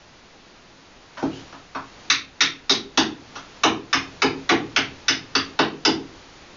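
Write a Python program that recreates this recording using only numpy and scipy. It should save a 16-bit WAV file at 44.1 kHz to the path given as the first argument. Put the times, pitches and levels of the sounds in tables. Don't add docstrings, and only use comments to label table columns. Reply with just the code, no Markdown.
import sys
import numpy as np
from scipy import signal
from scipy.fft import rfft, irfft
from scipy.io import wavfile
from scipy.ndimage import uniform_filter1d

SR = 44100
rng = np.random.default_rng(int(sys.argv[2]) if len(sys.argv) > 2 else 0)


def wav_out(sig):
    wavfile.write(sys.argv[1], SR, np.round(np.clip(np.atleast_2d(sig).T, -1, 1) * 32767).astype(np.int16))


N = 289679
TIME = np.arange(N) / SR
AGE = np.arange(SR) / SR
FIRM_THUD_DB = -12.5


def from_db(db):
    return 10 ** (np.asarray(db) / 20)


def at_level(x, level_db):
    return x / np.sqrt(np.sum(x ** 2) / (.03 * SR) + 1e-20) * from_db(level_db)


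def at_pitch(points, hz):
    pitches, values = np.transpose(points)
    return np.interp(np.log(hz + 1e-9), np.log(pitches), values)


def band(x, low_hz, high_hz, order=2):
    return signal.sosfilt(signal.butter(order, [low_hz, high_hz], "band", fs=SR, output="sos"), x + 1e-18)


def resonate(x, hz, width_hz):
    r = np.exp(-np.pi * width_hz / SR)
    feedback = [1, -2 * r * np.cos(2 * np.pi * hz / SR), r * r]
    return signal.lfilter(np.array([1, 0, -1]) * (1 - r * r) / 2, feedback, x + 1e-18)


def add(out, start_s, sound):
    i = int(start_s * SR)
    out[i:i + len(sound)] += sound[:N - i]


def swell(rise_s):
    return 1 - np.exp(-(AGE / rise_s) ** 2)


def fade(fade_s):
    return from_db(-60 * AGE / fade_s)


def ringing(tones, colour, scatter_db, rise_cycles, fade_scale):
    out = np.zeros(SR)
    for k, (hz, level_db, fade_s) in enumerate(tones):
        tone = np.sin(2 * np.pi * hz * AGE) * swell(rise_cycles / hz) * fade(fade_s * fade_scale)
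        tone_db = level_db + at_pitch(colour, hz) + scatter_db * rng.normal()
        out += (-1) ** k * at_level(tone, tone_db)
    return out


def background_hiss():
    # time_s, level_db
    levels = [(0, -52.5), (1.1, -52), (1.4, -46.5), (1.7, -52), (1.999, -48), (3.3, -48), (4.9, -48),
              (6.57, -49)]
    # pitch_hz, level_db
    spectrum = [(25, -3), (45, -3), (70, -6), (150, -5), (300, -4.5), (520, -7.5), (900, -8.5), (1400, -11),
                (2200, -12.5), (4500, -15), (6600, -19.5), (7300, -28)]
    hz = np.arange(N // 2 + 1) * SR / N
    hiss = irfft(rfft(rng.standard_normal(N)) * from_db(at_pitch(spectrum, hz)), N)
    hiss /= np.std(band(hiss, 1000, 6500))
    return hiss * from_db(np.interp(TIME, *np.transpose(levels)))


def shop_echo(hz, direct_db):
    # pitch_hz, fade_s
    fade_times = [(130, 0.94), (320, 0.42), (750, 0.27), (1400, 0.27), (2400, 0.27), (3700, 0.24),
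                  (5600, 0.2)]
    wash = rng.standard_normal(SR) * fade(at_pitch(fade_times, hz))
    wash /= np.linalg.norm(wash)
    near = rng.standard_normal(SR) * np.exp(-AGE / 0.024)
    wash += near / np.linalg.norm(near) * from_db(-23.5)
    wash[0] += from_db(direct_db)
    return wash


def wood_slides():
    # middle_s, half_length_s, pitch_hz, width_hz, level_db
    squeaks = [(1.205, .02, 5500, 1500, -50), (1.34, .025, 2980, 220, -43.5), (1.385, .045, 3000, 160, -49),
               (1.375, .045, 4500, 3500, -49)]
    out = np.zeros(N)
    for middle_s, half_length_s, hz, width_hz, level_db in squeaks:
        rub = resonate(rng.standard_normal(N), hz, width_hz)
        rub /= np.sqrt(np.mean(rub ** 2))
        out += rub * from_db(level_db) * np.exp(-((TIME - middle_s) / half_length_s) ** 2)
    return out


def block_thud(colour, thud_db):
    # pitch_hz, relative_db, base_fade_s
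    block_tones = [(42, -30, 2.5), (81, -27, 1.1), (118, -19.5, .9), (156, -13.5, .62), (198, -25, .6),
                   (243, -15, .38), (266, -8.5, .5), (285, -17, .45), (324, -4.5, .42), (341, -10, .38),
                   (388, -6.5, .33), (415, -12, .3), (461, -9, .35), (722, -13, .33), (800, -6.5, .35),
                   (832, -10, .3), (869, -8, .27), (959, -6.5, .27)]
    hum_db = min(-20 + .3 * (thud_db - FIRM_THUD_DB), thud_db + 4)
    lowest_band_db = colour[0][1]
    bump = band(rng.standard_normal(SR), 230, 485, order=3) * swell(0.0063) * np.exp(-AGE / 0.025)
    floor_give = band(rng.standard_normal(SR), 83, 250) * swell(0.025) * np.exp(-AGE / 0.068)
    hum = np.sin(2 * np.pi * 272 * AGE) * swell(0.018) * fade(0.36)
    deep_colour = [(113, hum_db + 8.5)] + colour
    ring = ringing(block_tones, deep_colour, scatter_db=3.7, rise_cycles=1.1, fade_scale=0.88)
    dull = at_level(bump, lowest_band_db - 10) + at_level(floor_give, hum_db - 10)
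    return ring * from_db(-5.5) + dull + at_level(hum, hum_db - 2)


def wood_ring(colour, pitches_hz, ring_db):
    # pitch_hz, relative_db, base_fade_s
    clear_tones = [(1249, -15, .35), (1736, -13, .35), (2143, -17, .3), (2274, -17, .3), (2667, -15, .33),
                   (3598, -14, .35), (3655, -13, .35), (3774, -15, .33), (4132, -16, .3), (4747, -15, .3),
                   (5097, -15, .3), (5542, -17, .3)]
    rough = np.zeros(SR)
    for hz in pitches_hz:
        noise = resonate(rng.standard_normal(SR), hz, width_hz=420)
        noise = resonate(noise, hz, width_hz=420)
        rough += at_level(noise * fade(0.25), at_pitch(colour, hz) + ring_db)
    clear = ringing(clear_tones, colour, scatter_db=0, rise_cycles=5.4, fade_scale=0.86)
    return rough + clear * from_db(-2.5)


def fibre_snaps(tear_s):
    age = AGE[:SR // 16]
    snaps = rng.standard_normal(len(age)) * np.exp(-age / tear_s)
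    snaps *= rng.random(len(age)) < 4000 / SR
    snaps /= np.linalg.norm(snaps) + 1e-12
    snaps[0] += from_db(-4)
    return snaps


def blow_levels(hz, contact, thud_db, crack_db, tilt):
    # pitch_hz, relative_db
    push_spectrum = [(320, 1.5), (830, -8), (1400, -20.5), (2300, -30), (5300, -55)]
    push_tilt = .5 * (thud_db - FIRM_THUD_DB)
    crack = crack_db + at_pitch(contact, hz) + tilt * np.log2(hz / 2850)
    push = thud_db + at_pitch(push_spectrum, hz) + push_tilt * np.log2(hz / hz[0])
    return 20 * np.log10(np.hypot(from_db(crack), from_db(push)))


def strikes(blows, contact):
    # low_hz, high_hz
    bands = [(230, 450), (600, 1100), (1100, 1800), (1800, 3000), (3000, 4500), (4500, 6300)]
    # pitch_hz, relative_db
    crack_share = [(320, -6), (750, 2.5), (1400, 1.5), (2400, 3), (3700, 1), (5600, 0)]
    centres_hz = np.sqrt(np.prod(bands, axis=1))
    echoes = [shop_echo(hz, direct_db=-20.5) for hz in centres_hz]
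    out = np.zeros(N)
    for start_s, lag_s, tear_s, thud_db, crack_db, tilt, wood_hz, chip_hz, ring_db in blows:
        levels = blow_levels(centres_hz, contact, thud_db, crack_db, tilt)
        colour = list(zip(centres_hz, levels))
        snaps = fibre_snaps(tear_s)
        for (low_hz, high_hz), (hz, level_db), echo in zip(bands, colour, echoes):
            crack = band(signal.fftconvolve(snaps, echo)[:SR], low_hz, high_hz, order=4)
            if high_hz < 1200:
                crack *= 0.22 + swell(lag_s + 0.0014)
            add(out, start_s, at_level(crack, level_db + at_pitch(crack_share, hz)))
        add(out, start_s, wood_ring(colour, (wood_hz, chip_hz), ring_db))
        add(out, start_s + lag_s, block_thud(colour, thud_db))
    return out


def scene():
    # start_s, thud_lag_s, tear_s, thud_db, crack_db, tilt_db_per_octave,
    # wood_hz, chip_hz, ring_db (the levels are relative; more tilt is brighter)
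    chops = [(2.0995, 0.0013, 0.002, -29.5, -14, 2.5, 1860, 3750, 1),
             (2.406, 0.001, 0.0032, -22.5, -14.5, 2.2, 2140, 3600, -0.5),
             (2.695, 0.004, 0.016, -15, -20.5, 8, 1260, 3780, 7),
             (2.9737, 0.0035, 0.0018, -9.5, -18, 3, 1340, 3460, 1.5),
             (3.6342, .014, 0.0017, -9, -17, -2, 1040, 3730, -2),
             (3.9285, 0.011, 0.0033, -28.5, -24, -2.5, 1680, 5240, 1.5),
             (4.2185, 0.019, 0.0015, -15.5, -25, -3.5, 2210, 4820, 1.5),
             (4.491, .021, 0.0052, -12, -22, -4, 2190, 3400, -1),
             (4.7616, 0.01, 0.0011, -26, -22.5, -2, 2260, 3160, 0.5),
             (5.0815, 0.012, 0.0012, -26.5, -19.5, 2, 1650, 5100, -1),
             (5.351, 0.0012, 0.0017, -25, -25.5, -0.5, 1230, 4660, 5.5),
             (5.5901, 0.0026, 0.0019, -10.5, -21.5, -4, 870, 3740, -1.5),
             (5.8499, 0.016, 0.0027, -12, -20.5, 4.5, 1350, 4870, 1)]
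    taps = [(1.171, .004, 0.0059, -54, -46.5, 0, 1140, 1770, -0.53),
            (1.224, 0.0013, 0.0065, -20, -47, 4, 720, 1330, -1.5),
            (1.524, 0.0029, 0.0042, -51, -53, 0, 1100, 1700, -1.8),
            (1.749, 0.0015, 0.0022, -39, -43, -0.5, 1080, 1270, 2.6),
            (3.354, 0.0035, 0.0096, -49.5, -42, 5, 1120, 1250, -2)]
    # pitch_hz, relative_db
    chop_spectrum = [(320, -33), (830, -8.5), (1400, 1.5), (2300, 2), (3700, 2.5), (5300, 2)]
    # pitch_hz, relative_db
    tap_spectrum = [(320, -7), (830, 7.5), (1400, 7.5), (2300, -2.5), (3700, -2.5), (5300, -5.5)]
    work = strikes(chops, chop_spectrum) + strikes(taps, tap_spectrum) + wood_slides()
    return (work + background_hiss())[None]


def volume_control(x, threshold_db, share, recover_db_per_s):
    power = uniform_filter1d(x ** 2, size=SR // 80)
    over_db = np.maximum(10 * np.log10(np.abs(power) + 1e-12) - threshold_db, 0)
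    recovery_db = recover_db_per_s * TIME
    cut_db = np.maximum.accumulate(over_db * share + recovery_db, axis=-1) - recovery_db
    return x * from_db(-cut_db)


def record(dry):
    peak_limit, cutoff_hz = .62, 7150
    held = volume_control(dry, threshold_db=-15.5, share=0.73, recover_db_per_s=22)
    rounded = peak_limit * np.tanh(held / peak_limit)
    return signal.sosfilt(signal.ellip(10, .3, 70, cutoff_hz, fs=SR, output="sos"), rounded)


dry = scene()
out = record(dry)
wav_out(out)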